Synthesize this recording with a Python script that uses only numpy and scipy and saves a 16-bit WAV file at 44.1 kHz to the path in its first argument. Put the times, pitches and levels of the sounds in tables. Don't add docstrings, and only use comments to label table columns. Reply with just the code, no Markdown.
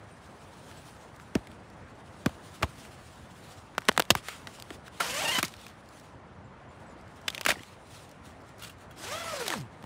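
import sys
import numpy as np
from scipy import signal
from scipy.fft import rfft, irfft, next_fast_len
from scipy.io import wavfile
from scipy.ndimage import uniform_filter1d, map_coordinates

SR = 44100
rng = np.random.default_rng(int(sys.argv[2]) if len(sys.argv) > 2 else 0)


def store_wav(level_fs):
    pcm = np.round(np.clip(np.atleast_2d(level_fs), -1, 1) * 32767)
    wavfile.write(sys.argv[1], SR, pcm.T.astype(np.int16))


def ratio(d):
    e = np.asarray(d, float) / 20
    return 10 ** e


N = 434385

TAUT_CLOTH, LOOSE_CLOTH = 0.64, 0.34


def unit(x):
    return x / np.sqrt(np.mean(x ** 2) + 1e-20)


def along(points, hz):
    f, v = np.transpose(points)
    return np.interp(np.log(hz + 1), np.log(f + 1), v)


def wobble(rate_hz, size=N):
    knots = rng.standard_normal(int(size * rate_hz / SR) + 4)
    return map_coordinates(knots, [np.arange(size) * rate_hz / SR])


def filtered(x, response):
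    m = next_fast_len(x.shape[-1] + 4096)
    spectrum = rfft(x, m) * response(np.fft.rfftfreq(m, 1 / SR))
    return irfft(spectrum, m)[..., :x.shape[-1]]


def rush(spectrum, patchy_db, size=N):
    z = signal.stft(rng.standard_normal(size), nperseg=512)[2]
    patches = uniform_filter1d(rng.standard_normal(z.shape), 6, axis=0)
    patches = uniform_filter1d(patches, 8, axis=1)
    noise = signal.istft(z * ratio(patchy_db * unit(patches)), nperseg=512)[1][:size]
    return unit(filtered(noise, lambda hz: ratio(along(spectrum, hz))))


def add(track, s, sound):
    part = track[round(s * SR):][:len(sound)]
    part += sound[:len(part)]


def zipper(start_s, stroke, panel):
    # start_s (centre), speed_change (share), click_change_db, half_width_s
    catches = [(5.018, .13, 0, .012), (5.09, -.01, -6, .02), (5.238, -.035, -5, .012), (5.258, 0, 3, .008),
               (5.274, -.06, -5, .007), (5.312, -.05, -5, .005), (5.326, 0, 2, .008),
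               (5.342, -.045, -8, .006), (5.365, .02, 2, .012), (5.394, 0, -14, .014), (9.163, 0, -6, .006),
               (9.196, 0, -6, .006), (9.243, 0, -9, .012), (9.375, 0, -5, .02), (9.42, 0, 1.5, .015),
               (9.46, 0, -9, .018), (9.49, 0, -4, .03), (9.53, 0, -5, .015)]
    # pitch_hz, level_db (per Hz)
    rasp = [(88, -26), (150, -3.5), (439, -9.5), (624, -1.5), (1390, -5.5), (1530, -3), (1980, -4),
            (3290, -5.5), (3550, -6), (8070, -10), (16000, -24)]
    track, n = np.zeros(N), SR * 4 // 5
    first = round(start_s * SR)
    t = np.arange(first, first + n) / SR
    times, *columns = np.transpose(stroke)
    rate_hz, click_db, blunt_db, rasp_db = [np.interp(t, times, c) for c in columns]
    for s, change, catch_db, width_s in catches:
        near = np.exp(-((t - s) / width_s) ** 2)
        rate_hz = rate_hz * (1 + change * near)
        click_db = click_db + catch_db * near
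    starting = np.clip((t - times[0]) / 0.0045, 0, 1)
    stopping = np.clip((times[-1] - t) / 0.0053, 0, 1)
    uneven = .01 * wobble(110, n) + .004 * wobble(35, n)
    turn = 2 * np.pi * np.cumsum(rate_hz * (1 + uneven)) / SR
    tone = np.zeros(n)
    for k in range(1, 10):
        level_db = click_db + along(panel, k * rate_hz) - blunt_db * (k - 1)
        flutter_db = .9 * wobble(32, n) + 2.1 * wobble(65, n) + 2.4 * wobble(190, n)
        phase = k * turn + .27 * np.sqrt(k) * wobble(200, n)
        tone += ratio(level_db + flutter_db) * np.sin(phase)
    scrape = rush(rasp, patchy_db=2.0, size=n) * (1 + .45 * np.cos(turn)) * ratio(1.5 * wobble(70, n))
    track[first:first + n] = starting * stopping * (tone + ratio(rasp_db + 2.5) * scrape)
    return track


def zipper_up():
    # start_s, teeth_hz (teeth per second), click_db, bluntness_db (lost per partial), rasp_db
    stroke = [
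        (4.998, 760, -33, 4, -39),
        (5.036, 460, -38, 3.5, -37.5),
        (5.12, 515, -43, 2, -37.5),
        (5.195, 620, -33, 2.6, -36),
        (5.212, 745, -35, 4, -37),
        (5.258, 925, -33.5, 1.2, -37),
        (5.305, 945, -34, 1.2, -37),
        (5.324, 1040, -34, .5, -37),
        (5.4, 975, -35.5, .5, -35),
    ]
    # pitch_hz, level_db
    taut_panel = [(450, -5), (950, -3), (1400, -2), (1900, -1), (2500, 3), (3050, 7), (3500, -7),
                  (9000, -20)]
    return zipper(4.9, stroke, taut_panel)


def zipper_down():
    # start_s, teeth_hz (teeth per second), click_db, bluntness_db (lost per partial), rasp_db
    stroke = [
        (8.96, 289.5, -61, 3, -60),
        (9.044, 335.7, -53.5, 2.1, -44),
        (9.124, 589, -38, 2.9, -42),
        (9.169, 672, -40.5, 1.1, -41.5),
        (9.294, 668.6, -38, 6.2, -43.5),
        (9.404, 507, -34, 7.7, -41.5),
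        (9.539, 292, -39, 1.74, -44),
        (9.606, 139, -35, 14.4, -51.5),
        (9.69, 88.1, -59, 11, -84.5),
    ]
    # pitch_hz, level_db
    slack_panel = [(120, 2), (450, 1), (900, -5), (1250, 4), (1900, -1), (2600, -5), (3300, 5), (4800, -10)]
    return zipper(8.9, stroke, slack_panel)


def snaps(rows, low):
    track, t = np.zeros(N), np.arange(1024) / SR
    for s, db, treble_db, hz, ms in rows:
        rise = 1 - np.exp(-t / (ms * 6e-5))
        releases = rise * rng.standard_normal(len(t)) * ratio(3.26 * rng.standard_normal(len(t)))
        releases[12] += 14 / ms
        shape = ratio(-12 * (t * 1000 / ms) ** 1.09) + .02 * ratio(-60 * t / .03)

        def body(f):
            resonance = 0.49 * hz / (hz * hz - f * f + .55j * hz * f)
            low_cloth = low * 1500 / (850 ** 2 - f * f + 1500j * f)
            highs_first = np.exp(-2.5j * np.log(1 + f / 300))
            dull = (2.8 * hz / (4.8 * hz + 1j * f)) ** 2 * highs_first
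            return 1j * f * (resonance + low_cloth) * dull

        def treble(f):
            return (1j * f / (3800 + 1j * f)) ** 2 * 12000 / (12000 + 1j * f)

        ring = filtered(shape * releases, body)
        spray = filtered(shape ** 1.3 * releases, treble)
        spray *= ratio(treble_db - 7) / abs(spray).max()
        add(track, s - .0004, ratio(db + 2.0) * (ring / abs(ring).max() + spray))
    return track


def tab():
    # start_s, level_db (peak), treble_db (over the peak), pitch_hz, length_ms
    releases = [(3.781, -11, -13, 1480, 1.55), (3.7845, -26.5, -3, 1680, 3.6),
                (3.8835, -25, -11, 2860, 2.6), (3.887, -4.5, -15, 1910, 1.4), (3.8915, -8, -7, 1030, 2.6),
                (3.9165, -27, -12, 960, 1.3), (3.9773, -8.5, -1, 1390, 2.07), (3.9967, -10.5, 6, 1120, 2.5),
                (4.001, -9.5, -2, 1130, 2.65), (4.0225, -18, -7, 2490, 1.6), (4.1042, -7, -15, 1400, 5.5),
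                (4.1046, -1.5, -10, 3300, 4.1), (4.1159, -27, -18.5, 3360, 8),
                (4.1519, -15.5, 0, 1560, 2.8), (4.2847, -25, -3.5, 1750, 4.8), (4.4713, -28, -19, 1730, 4),
                (4.624, -28, -4, 3870, 1.6)]
    return snaps(releases, TAUT_CLOTH)


def guy_line():
    # start_s, level_db (peak), treble_db (over the peak), pitch_hz, length_ms
    slips = [
        (1.3528, -21, -8, 2000, 3.2),
        (2.2606, -17, -3, 1110, 3.6),
        (2.625, -22, -3, 800, 8.6),
        (2.63, -15, -17, 1200, 4.3),
        (2.6335, -24, -13, 900, 12),
    ]
    return snaps(slips, TAUT_CLOTH)


def flap():
    # start_s, level_db (peak), treble_db (over the peak), pitch_hz, length_ms
    tears = [(7.2806, -17.5, -42, 2220, 5.3), (7.2836, -16, -33, 2900, 2.2), (7.3023, -28, -19, 3380, 3.4),
             (7.348, -22.5, -11, 2800, 3.9), (7.379, -23.5, -18, 2190, 3.8), (7.4113, -21, -4, 2570, 3.9),
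             (7.4514, -19.5, -7.5, 2450, 3.7), (7.463, -11, -3.5, 1900, 5.1),
             (7.4856, -19.5, -13, 1960, 5.7), (7.4889, -22, -12, 3340, 8.8), (7.4939, -19, -13, 1920, 3.5),
             (7.504, -13, -8, 1950, 8.2), (7.5163, -20, -10, 2580, 4.9), (7.523, -22.5, -2.5, 790, 2.6)]
    return snaps(tears, LOOSE_CLOTH)


def slider():
    # start_s, level_db (peak), treble_db (over the peak), pitch_hz, length_ms
    knocks = [(5.0028, -19.5, 0.5, 1400, 11.5), (5.0096, -24, -1, 1540, 6.5), (5.3811, -25, 2, 900, 8.5),
              (5.385, -18.5, -1, 1700, 12), (5.4287, -13, -2, 2000, 5), (5.441, -24, -5, 2260, 6),
              (5.4482, -23, -12, 4780, 8.9), (9.42, -37, -15, 990, 3.5), (9.4638, -27, -5, 1793, 7.3),
              (9.4804, -18, -5, 3680, 4.1), (9.5034, -16, -20, 2063, 1.42), (9.516, -25, -22, 1580, 2),
              (9.5377, -20.5, -18, 935, 2.5)]
    return snaps(knocks, TAUT_CLOTH)


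def thumps():
    # start_s, level_db (peak), pitch_hz (at the kick), halving_ms (until the pitch has halved), t60_s (fade by 60 dB)
    kicks = [(1.356, -28.5, 110, 28, 0.11), (1.354, -13, 520, 5.1, 0.046), (2.262, -12.5, 824, 1.55, 0.042),
             (2.631, -29, 1120, 19, 0.022), (2.632, -20, 100, 37, .07), (3.782, -25, 497, 2.7, 0.018),
             (3.8876, -19, 690, 1.8, 0.021), (3.892, -25, 700, 1.6, 0.042), (3.979, -31.5, 690, 3.1, 0.07),
             (4.003, -28, 600, 2.3, 0.033), (4.108, -20, 335, 5.6, 0.065), (4.153, -29, 448, 2.9, 0.075),
             (4.708, -34, 447, 13, 0.045), (5.004, -31, 606, 16, 0.057), (5.382, -30.5, 344, 8.4, 0.088),
             (5.431, -27, 700, 4, .06), (7.282, -43, 610, 3.8, 0.038), (7.465, -30, 700, 3.8, .04),
             (7.489, -13, 744, 25, 0.024), (7.507, -24, 706, 21, .025), (7.521, -30, 300, 11, .025),
             (9.84, -38, 245, 4.4, 0.056)]
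    track, t = np.zeros(N), np.arange(SR // 6) / SR

    def loose_cloth(f):
        return (1j * f * 300 / (250 ** 2 - f * f + 450j * f)) ** 2

    for s, db, hz, ms, t60_s in kicks:
        sweep = np.sin(2 * np.pi * hz * ms / 1000 * np.log(1 + t * 1000 / ms))
        flutter = unit(filtered(rng.standard_normal(len(t)), loose_cloth))
        shape = ratio(db + 3 - 60 * t / t60_s) * (1 - np.exp(-t / .0015))
        add(track, s, shape * (sweep + .32 * flutter))
    return track


def faint_ticks():
    # start_s, level_db (peak), pitch_hz
    needles = [(0.714, -41, 1890), (1.516, -44.5, 2820), (1.163, -47, 5500), (1.1989, -38.5, 1210),
               (1.4713, -38.5, 2240), (1.701, -47, 4400), (2.294, -37, 800), (2.6152, -40, 700),
               (2.6437, -35, 860), (2.851, -41, 2020), (4.705, -31, 1200), (4.8806, -35.5, 1540),
               (5.5395, -36, 2260), (5.6656, -36, 2000), (9.243, -34, 983), (9.6016, -44, 4200),
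               (9.8264, -41, 1730), (9.8406, -34, 820)]
    # start_s, level_db (peak), pitch_hz
    hooks = [(3.7511, -38.5, 1390), (3.8198, -34, 1660), (3.8528, -38, 3500), (3.9651, -31, 1980),
             (4.053, -37.5, 3120), (4.2925, -31.5, 2480), (4.3274, -40, 2450), (4.4185, -42, 1580),
             (4.5866, -43.5, 860), (4.5999, -33.5, 3420), (7.3273, -37, 2200), (7.335, -40, 2000),
             (7.395, -39, 2500), (7.433, -37, 2890), (7.4737, -36, 3210), (7.5402, -37, 820),
             (7.557, -44, 1850), (7.5937, -39, 1890), (7.634, -34.5, 2080)]
    rows = [(s, db, -7, hz, 3.15) for s, db, hz in needles]
    rows += [(s, db, -9, hz, 1.9) for s, db, hz in hooks]
    return snaps(rows, LOOSE_CLOTH)


def creases():
    # start_s, level_db (peak)
    pops = [(3.807, -39), (3.9254, -33), (5.4815, -30), (5.4934, -42), (5.5223, -45), (5.566, -39),
            (5.6136, -38), (5.682, -38), (5.6894, -43), (5.8084, -52), (5.8594, -50), (5.8893, -41),
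            (5.9978, -41), (7.012, -52), (7.0793, -49), (7.1614, -47), (7.1694, -49), (7.2155, -47),
            (7.8705, -48), (8.093, -43), (8.114, -41), (8.2556, -40), (8.4044, -52), (8.4124, -51),
            (8.4194, -51), (8.4684, -53), (8.4916, -47), (8.5829, -43), (8.5959, -39), (8.7854, -52)]
    treble_db, pitch_hz, length_ms = -11, 5500, 3.03
    rows = [(s, db - 4, treble_db, pitch_hz, length_ms) for s, db in pops]
    return snaps(rows, LOOSE_CLOTH / 2)


def taps():
    # start_s, level_db (peak), pitch_hz
    contacts = [(7.539, -37, 2200), (7.556, -34, 1900), (7.558, -35, 790), (7.569, -33, 330),
                (7.581, -44, 1800), (7.594, -39, 2000), (7.595, -43, 2900), (7.605, -36, 300),
                (7.606, -44, 3200), (7.2825, -19, 3500), (2.6295, -13, 1170), (2.637, -26, 750),
                (2.616, -32, 400), (5.008, -22, 1400), (5.014, -24, 1420), (4.105, -12, 3250),
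                (3.887, -16, 1100), (9.525, -21, 1800), (9.508, -30, 900)]
    t60_s = .016
    track, t = np.zeros(N), np.arange(SR // 20) / SR
    for s, db, hz in contacts:
        shape = ratio(db + 5 - 60 * t / t60_s) * (1 - np.exp(-t / 0.0013))
        add(track, s, shape * np.sin(2 * np.pi * hz * t))
    return track


def pull():
    # start_s, level_db (peak)
    contacts = [
        (8.6217, -34),
        (8.633, -32),
        (8.6478, -42),
        (8.67, -46),
        (8.695, -39),
        (8.909, -41),
        (8.98, -40),
    ]
    notes_hz = [1400, 2780, 3300]
    t60_s = 0.044
    track, t = np.zeros(N), np.arange(SR // 10) / SR
    for s, db in contacts:
        ring = np.zeros(len(t))
        for hz in notes_hz:
            strength = ratio(rng.normal(0, 3) - 11)
            ring += strength * np.sin(2 * np.pi * hz * rng.normal(1, 0.0092) * t)
        grit = 1 + 0.92 * rng.standard_normal(len(t))
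        shape = ratio(db - 60 * t / t60_s) * (1 - np.exp(-t / 0.00091))
        add(track, s, shape * grit * ring)
    return track


def movement(swells):
    swell_db, still_db = 15.5, -76
    t, power = np.arange(N) / SR, ratio(2 * still_db) / 2
    for s, db, rise_s, fall_s in swells:
        away = np.where(t < s, (s - t) / rise_s, (t - s) / fall_s)
        power = power + ratio(2 * (db - swell_db * away))
    return power


def rustle():
    # start_s (of the peak), level_db, rise_s, fall_s
    sleeve_swells = [(0.78, -58, 1.3, 0.96), (1.22, -63.5, 0.2, 0.091), (1.508, -69, .2, 0.15),
                     (1.71, -82, 0.034, 0.098), (2.22, -64, 0.32, 0.11), (2.44, -53, 0.044, 0.084),
                     (2.55, -53, 0.046, 0.053), (2.84, -51, 0.18, 0.062), (3.1, -58.5, 1.8, 0.85),
                     (3.4, -59.5, 0.22, 0.17), (3.517, -56.5, .2, 0.18), (4.55, -51.5, 0.17, 0.089),
                     (4.746, -53, 0.16, 0.056), (6.01, -58, 0.24, 0.14), (6.8, -63, 0.13, 0.23),
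                     (7.17, -64, 0.34, .2), (7.955, -52.5, 0.11, 0.19), (8.262, -55.5, 0.032, 0.12),
                     (8.649, -40.5, 0.028, 0.0063), (8.682, -50, .03, .009), (8.7, -51, .008, 0.027),
                     (5.483, -48, 0.013, 0.02), (8.49, -62.5, 0.1, 0.07), (8.81, -58.5, 0.036, 0.074),
                     (9.73, -66, 0.063, .3), (9.85, -61, 0.053, .1)]
    # start_s (of the peak), level_db, rise_s, fall_s
    tent_swells = [(1.362, -56.5, 0.024, 0.082), (2.278, -54.5, 0.024, 0.12), (2.636, -46.5, .0088, 0.038),
                   (3.91, -54, 0.16, .2), (4.0, -50.5, .1, 0.078), (4.12, -53, 0.089, .1),
                   (4.175, -42, 0.029, 0.036), (4.287, -42.5, 0.067, 0.13), (4.873, -49, 0.031, 0.016),
                   (4.974, -51, 0.068, 0.072), (5.41, -42, 0.099, 0.067), (5.62, -52, .3, 0.17),
                   (7.291, -53, .025, 0.065), (7.38, -55, 0.2, 0.45), (7.492, -24, 0.016, 0.027),
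                   (7.58, -55.5, 0.11, 0.27), (8.6, -51.5, 0.02, .1), (8.64, -50.5, 0.055, 0.11),
                   (9.04, -55.5, 0.17, 0.52), (9.52, -49, 0.08, 0.047), (5.455, -43, .02, 0.036),
                   (9.61, -56, 0.051, .04)]
    # pitch_hz, level_db (per Hz)
    cloth = [(600, -37), (1200, -2.5), (1600, -7.5), (3000, -6), (6000, -13), (10000, -14), (11000, -24.5),
             (15500, -23), (17000, -28)]
    # pitch_hz, level_db (change)
    sleeve_colour = [(1000, -3), (3000, -0.5), (6000, 1.5), (12000, 2)]
    sleeve, tent = movement(sleeve_swells), movement(tent_swells)
    level = np.sqrt(sleeve + tent)
    sleeve_share = sleeve / (sleeve + tent)

    happens = rng.random(N) < 120 / SR
    strength = ratio(3 * np.minimum(rng.exponential(size=N), 3))
    ticks = happens * strength * rng.standard_normal(N)
    ticks = filtered(ticks, lambda f: ratio(along(cloth, f)) * np.exp(-1j * 1500 / (f + 500)))
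    hiss = 1.003 * rush(cloth, patchy_db=1.9) * ratio(2.0 * wobble(45)) + 0.17 * unit(ticks)
    thin = filtered(hiss, lambda f: ratio(along(sleeve_colour, f)))
    hiss = (1 - sleeve_share) * hiss + sleeve_share * thin

    sheen = filtered(hiss, lambda f: f > 10600)
    sheen_gain = np.minimum(level / ratio(-58.5), 1) ** 0.54
    return level * (hiss + sheen * (sheen_gain - 1))


def birds():
    # start_s, level_db, pitch_hz, length_s
    chips = [
        (0.11, -56.5, 8800, 0.032),
        (0.772, -53, 7810, 0.03),
        (6.4418, -64, 7300, 0.03),
        (6.688, -61.5, 7200, 0.03),
        (6.8658, -59, 7960, 0.03),
        (6.8944, -60, 7120, 0.034),
        (8.48, -62.5, 7400, 0.03),
    ]
    track, t = np.zeros(N), np.arange(SR // 10) / SR
    for s, db, hz, length_s in chips:
        flutter = 1 + .5 * np.sin(2 * np.pi * 70 * t)
        shape = ratio(db - 2 - 12 * t / length_s) * (1 - np.exp(-t / .004))
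        add(track, s, shape * flutter * np.sin(2 * np.pi * hz * t * (1 - .15 * t)))
    return track


def forest():
    # pitch_hz, level_db (per Hz)
    woods = [(15, -59), (38, -4.5), (86, 0.5), (188, -4.5), (221, -5), (378, -10), (552, -9.5), (614, -9),
             (970, -10.5), (1800, -17), (2770, -26.5), (7300, -43.5), (15500, -72.5)]
    return ratio(-50 + 0.78 * wobble(1.9)) * rush(woods, patchy_db=1.4)


def scene():
    zips = zipper_up() + zipper_down()
    releases = tab() + guy_line() + flap() + slider() + thumps()
    small = faint_ticks() + creases() + taps() + pull()
    return (zips + releases + small + rustle() + birds() + forest())[None]


def low_pass(x):
    return signal.sosfilt(signal.butter(12, 16970, fs=SR, output="sos"), x)


def record(dry):
    top_hz, spark = 15850, 0.1
    held = .86 * np.tanh(dry / .86)

    def main_band(f):
        bass_cut = (f * f / (f * f - 52 ** 2 - 70j * f)) ** 2
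        return bass_cut * np.clip((top_hz - f) / 250, 0, 1)

    def top_band(f):
        return np.clip((f - top_hz) / 250 + 1, 0, 1) * (f < top_hz + 900) * ratio(-14.5)

    power = np.abs(uniform_filter1d(held ** 2, size=256, axis=1))
    loud = np.minimum(power / spark ** 2, 1)
    mix = filtered(held, main_band) + loud * filtered(held, top_band)
    return low_pass(mix)


dry = scene()
out = record(dry)
store_wav(out)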